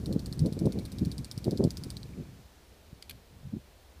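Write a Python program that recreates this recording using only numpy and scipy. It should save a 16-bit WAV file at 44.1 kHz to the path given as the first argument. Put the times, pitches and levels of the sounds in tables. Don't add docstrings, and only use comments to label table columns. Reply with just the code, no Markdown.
import sys
import numpy as np
from scipy import signal
from scipy.fft import rfft, irfft
from scipy.io import wavfile
from scipy.ndimage import uniform_filter1d

SR = 44100
rng = np.random.default_rng(int(sys.argv[2]) if len(sys.argv) > 2 else 0)


def bounce(signal):
    frames = np.transpose(np.atleast_2d(signal))
    limited = np.clip(frames, -1, 1)
    pcm = np.round(limited * 32767).astype(np.int16)
    wavfile.write(sys.argv[1], SR, pcm)


N = 176400
TIME = np.arange(N) / SR

# frequency_hz, gain_db
GARDEN_EQ = [(25, 3), (70, 19), (140, -6), (450, 2), (720, -1.5), (1150, -8.5), (4000, -10.5), (7000, -17),
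             (15000, -19)]
# frequency_hz, gain_db
BREEZE_EQ = [(25, -21.5), (70, 1), (170, -4), (280, -12), (500, -24.5), (1500, -54.5)]
# time_s, level_db
BREEZE_FADER = [(0, -36.5), (.35, -38.5), (1.1, -37.5), (1.28, -49), (1.72, -40), (2.39, -49),
                (2.48, -67.5), (3.06, -63), (3.15, -52), (3.25, -66), (3.35, -53.5), (3.9, -73.5), (4, -55)]
# centre_s, half_length_s, relative_level_db, brightness_hz
WIND_BUFFETS = [(0.1, 0.026, -27.5, 437), (0.156, 0.029, -30, 430), (.424, 0.023, -18.5, 198),
                (0.464, 0.022, -23.5, 469), (.575, 0.0071, -27.5, 460), (0.621, 0.009, -22, 464),
                (0.662, 0.029, -21.5, 436), (0.776, 0.03, -28, 490), (1.027, 0.0099, -18.5, 291),
                (1.074, 0.011, -24, 287), (1.2, 0.019, -31.5, 247), (1.48, 0.016, -22, 433),
                (1.531, 0.0095, -23, 490), (1.559, 0.0073, -27.5, 370), (1.604, 0.011, -20, 426),
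                (1.633, 0.0098, -21, 518), (1.659, 0.013, -24, 413), (1.866, 0.0077, -34.5, 380),
                (2.201, 0.027, -33.5, 365), (3.471, 0.026, -37, 129), (3.54, 0.011, -28, 290),
                (3.57, 0.011, -32, 323)]
# centre_s, peak_db, pitch_hz
WIND_THUMPS = [(0.163, -15.5, 236), (.468, -19.5, 220), (.523, -22, 200), (.667, -22, 200),
               (.672, -15.5, 368), (1.377, -24, 150), (1.481, -17.5, 353), (1.607, -16, 334),
               (1.650, -12, 262), (1.674, -17, 228), (2.929, -36, 120)]
# time_s, level_db
HISS_FADER = [(.4, -83), (.6, -70.5), (1.4, -69.5), (1.6, -76), (2.3, -72), (2.6, -100)]
# frequency_hz, gain_db
DRIZZLE_EQ = [(800, 4.5), (1800, 1), (2400, -7.5), (2850, -7.5), (4200, 0), (6500, -4), (10000, -10),
              (15000, -14.5)]
# time_s, level_db
DRIZZLE_FADER = [(0, -61), (.7, -62.5), (1.9, -61.5), (2.15, -64.5), (3.2, -71.5), (4, -71)]
# start_s, drive_db, decay_s, top_edge_hz, favoured_pitch_hz
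COUPLING_CLICKS = [(3.0244, -34, 0.0015, 10800, 4900), (3.0952, -33.5, 0.0013, 14000, 3540),
                   (3.0983, -38, 0.0029, 14500, 12700), (3.1089, -38, 0.0033, 11200, 2670)]
# pitch_hz, width_hz, gain_db
COUPLING_MODES = [(2400, 370, 2), (3370, 670, 1), (4400, 850, 2.5), (6200, 1200, -9), (7900, 640, -7),
                  (9900, 2300, -5.5), (12500, 2600, 0)]
# start_s, relative_level_db
ARM_HITS = [(0.059, -38.5), (0.1268, -40), (0.1928, -42), (0.2595, -38), (0.3263, -38), (0.393, -36.5),
            (0.4601, -39.5), (0.5258, -43), (0.5908, -43), (0.6565, -45), (0.7224, -41.5), (0.7883, -43),
            (0.8531, -43), (0.9188, -44), (0.9851, -41.5), (1.05, -40), (1.116, -37), (1.181, -37.5),
            (1.2459, -38.5), (1.3135, -34), (1.3773, -39), (1.4434, -38), (1.5094, -37.5), (1.5745, -39.5),
            (1.64, -35), (1.7062, -34.5), (1.771, -34.5), (1.8367, -35), (1.9033, -34), (1.9687, -37),
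            (2.031, -39.5)]
# time_s, pitch_hz
SLAP_TUNING = [(0, 4130), (.4, 4450), (1.05, 4300), (1.2, 4720), (1.9, 4630), (2.04, 4070)]
# frequency_hz, gain_db
CRACK_EQ = [(1500, -10.5), (2700, -10), (3600, 8), (6500, -3.5), (7400, 7.5), (9200, 6), (11000, -2.5),
            (15000, -3)]
# frequency_hz, gain_db
SPIT_EQ = [(1500, -13.5), (2800, -11), (3700, -4), (5600, -4.5), (6650, -14), (7800, -8.5), (9400, -6.5),
           (11500, -10.5), (15000, -13.5)]
# time_s, gain_db
SPRAY_FADER = [(1.95, -0.5), (2.04, -11.5)]


def from_db(db):
    return 10 ** (np.asarray(db) / 20)


def unit_rms(x):
    return x / np.sqrt(np.mean(x ** 2) + 1e-20)


def fader(rows):
    return from_db(np.interp(TIME, *np.transpose(rows)))


def equalise(x, curve):
    hz, db = np.transpose(curve)
    bins_hz = np.fft.rfftfreq(8192, 1 / SR)
    gain = unit_rms(from_db(np.interp(np.log(bins_hz + 1), np.log(hz), db)))
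    cepstrum = irfft(np.log(gain))
    half = len(cepstrum) // 2
    cepstrum[1:half] *= 2
    cepstrum[half + 1:] = 0
    impulse = irfft(np.exp(rfft(cepstrum)))[:half]
    return signal.fftconvolve(x, impulse)[:len(x)]


def cut(x, hz, kind, order):
    return signal.sosfilt(signal.butter(order, np.clip(hz, 10, SR * .45), kind, fs=SR, output="sos"), x)


def resonate(x, hz, width_hz):
    radius = np.exp(-np.pi * width_hz / SR)
    feedback = [1, -2 * radius * np.cos(2 * np.pi * hz / SR), radius ** 2]
    return signal.lfilter(np.array([1, 0, -1]) * (1 - radius ** 2) / 2, feedback, x + 1e-18)


def envelope(t, rise_s, decay_s, hold_s=0):
    return np.clip(t / rise_s, 0, 1) * np.exp(-np.maximum(t - rise_s - hold_s, 0) / decay_s)


def flicker(depth_db, rate_hz):
    wander = cut(rng.standard_normal(N + SR), rate_hz, "low", order=2)[SR:]
    return unit_rms(from_db(depth_db * unit_rms(wander)))


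def place(track, start_s, sound):
    start = int(start_s * SR)
    sound, start = sound[max(-start, 0):], max(start, 0)
    track[start:start + len(sound)] += sound[:max(N - start, 0)]


def garden(level_db=-57.5):
    return from_db(level_db) * equalise(rng.standard_normal(N), GARDEN_EQ)


def breeze():
    flutter = flicker(depth_db=2, rate_hz=45)
    return fader(BREEZE_FADER) * flutter * equalise(rng.standard_normal(N), BREEZE_EQ)


def buffets(trim_db=-2.5, smoothing_s=0.0129, lumpiness=0.051):
    track, t = np.zeros(N), TIME[:SR // 4]
    middle_s = t[-1] / 2
    for centre_s, half_length_s, level_db, brightness_hz in WIND_BUFFETS:
        swell = 1 / np.cosh((t - middle_s) / half_length_s * np.pi / 2)
        eddies = cut(rng.standard_normal(len(t)), hz=120, kind="high", order=3)
        eddies = cut(eddies, 0.54 * brightness_hz, "low", order=2)
        eddies = unit_rms(cut(eddies, 1.13 * brightness_hz, "low", order=4))
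        power = uniform_filter1d(eddies ** 2, int(smoothing_s * SR))
        flow = unit_rms(eddies / np.sqrt(power + .5))
        lumps = flow * (1 + lumpiness * flow ** 2)
        lumps = cut(lumps, 2 * brightness_hz, "low", order=4)
        gain = from_db(level_db + trim_db) * np.sqrt(np.mean(swell ** 2))
        place(track, centre_s - middle_s, gain * unit_rms(lumps * swell))
    return track


def thumps(roll_off_hz=111):
    track, t = np.zeros(N), TIME[:SR // 10]
    middle_s = t[-1] / 2
    for centre_s, peak_db, pitch_hz in WIND_THUMPS:
        push = 1 / np.cosh(2 * np.pi * pitch_hz * (t - middle_s))
        thump = cut(push, roll_off_hz, "high", order=3)
        place(track, centre_s - middle_s, from_db(peak_db) * thump / np.abs(thump).max())
    return track


def narrow_hiss():
    waver = flicker(depth_db=4.5, rate_hz=40.4)
    band = resonate(rng.standard_normal(N), hz=2336, width_hz=190)
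    return fader(HISS_FADER) * waver * unit_rms(band)


def drizzle(drops_per_s=9000, spread_db=2.5):
    landings = (rng.random(N) < drops_per_s / SR) * rng.choice([-1, 1], N)
    sizes = from_db(spread_db * np.minimum(rng.exponential(1, N), 5))
    return fader(DRIZZLE_FADER) * unit_rms(equalise(landings * sizes, DRIZZLE_EQ))


def coupling(rise_s=0.00061, tail_db=-23, tail_s=0.024):
    contacts, t = np.zeros(N), TIME[:SR // 10]
    tail = from_db(tail_db) * envelope(t, rise_s, tail_s)
    for start_s, drive_db, decay_s, top_edge_hz, favoured_hz in COUPLING_CLICKS:
        shape = envelope(t, rise_s, decay_s) + tail
        scrape = cut(rng.choice([-1, 1], len(t)) * shape, top_edge_hz, "low", order=6)
        ring = resonate(scrape, favoured_hz, width_hz=870)
        place(contacts, start_s, from_db(drive_db) * (scrape + ring))
    return sum(from_db(db) * resonate(contacts, hz, width_hz) for hz, width_hz, db in COUPLING_MODES)


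def splash(samples, grain_db=4, ring_db=-4.5, low_hz=3540, high_hz=10100):
    noise = rng.standard_normal(samples)
    grain = from_db(grain_db * np.clip(rng.standard_normal(samples), -2, 2))
    pitches_hz = low_hz * (high_hz / low_hz) ** rng.random(4)
    rings = sum(resonate(rng.standard_normal(samples), hz, width_hz=550) for hz in pitches_hz)
    return unit_rms(unit_rms(noise * grain) + from_db(ring_db) * unit_rms(rings))


def arm_slap(t, pitch_hz, width_hz=560, grit=0.097, grit_decay_s=0.0017):
    strike = (t == 0) + grit * rng.standard_normal(len(t)) * np.exp(-t / grit_decay_s)
    ring = resonate(strike, pitch_hz, width_hz)
    return unit_rms(resonate(ring, pitch_hz, 3 * width_hz))


def sprinkler(slap_db=-4.5, crack_db=-8.5, spit_db=-50.5, echo_db=-59, rise_s=0.0005):
    slaps, cracks, spits = np.zeros((3, N))
    t = TIME[:SR // 10]
    average_db = np.mean([level_db for _, level_db in ARM_HITS])
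    crack_shape = envelope(t, rise_s, hold_s=rise_s, decay_s=0.00027)
    spit_shape = envelope(t, rise_s, hold_s=0.0075, decay_s=0.0044)
    echo_shape = envelope(t, rise_s=0.0075, decay_s=0.019)
    for start_s, level_db in ARM_HITS:
        pitch_hz = np.interp(start_s, *np.transpose(SLAP_TUNING))
        pitch_hz *= 1 + .02 * rng.standard_normal()
        slap = from_db(slap_db) * arm_slap(t, pitch_hz)
        echo = from_db(echo_db) * rng.standard_normal(len(t)) * echo_shape
        crack = from_db(crack_db) * unit_rms(splash(len(t)) * crack_shape)
        spit = from_db(spit_db) * splash(len(t)) * spit_shape
        hit_gain = from_db(level_db) * np.sqrt(.003 * SR / len(t))
        spray_gain = from_db(0.31 * (level_db - average_db))
        place(slaps, start_s, hit_gain * slap)
        place(cracks, start_s - rise_s / 2, hit_gain * crack)
        place(spits, start_s, spray_gain * (spit + echo))
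    spray = equalise(cracks, CRACK_EQ) + equalise(spits, SPIT_EQ)
    return slaps + fader(SPRAY_FADER) * spray


def scene():
    water = sprinkler() + drizzle() + narrow_hiss()
    clicks = coupling()
    wind = buffets() + breeze() + thumps()
    return (water + clicks + wind + garden())[None]


def record(dry):
    return signal.sosfilt(signal.ellip(12, .1, 70, 15300, fs=SR, output="sos"), dry)


dry = scene()
out = record(dry)
bounce(out)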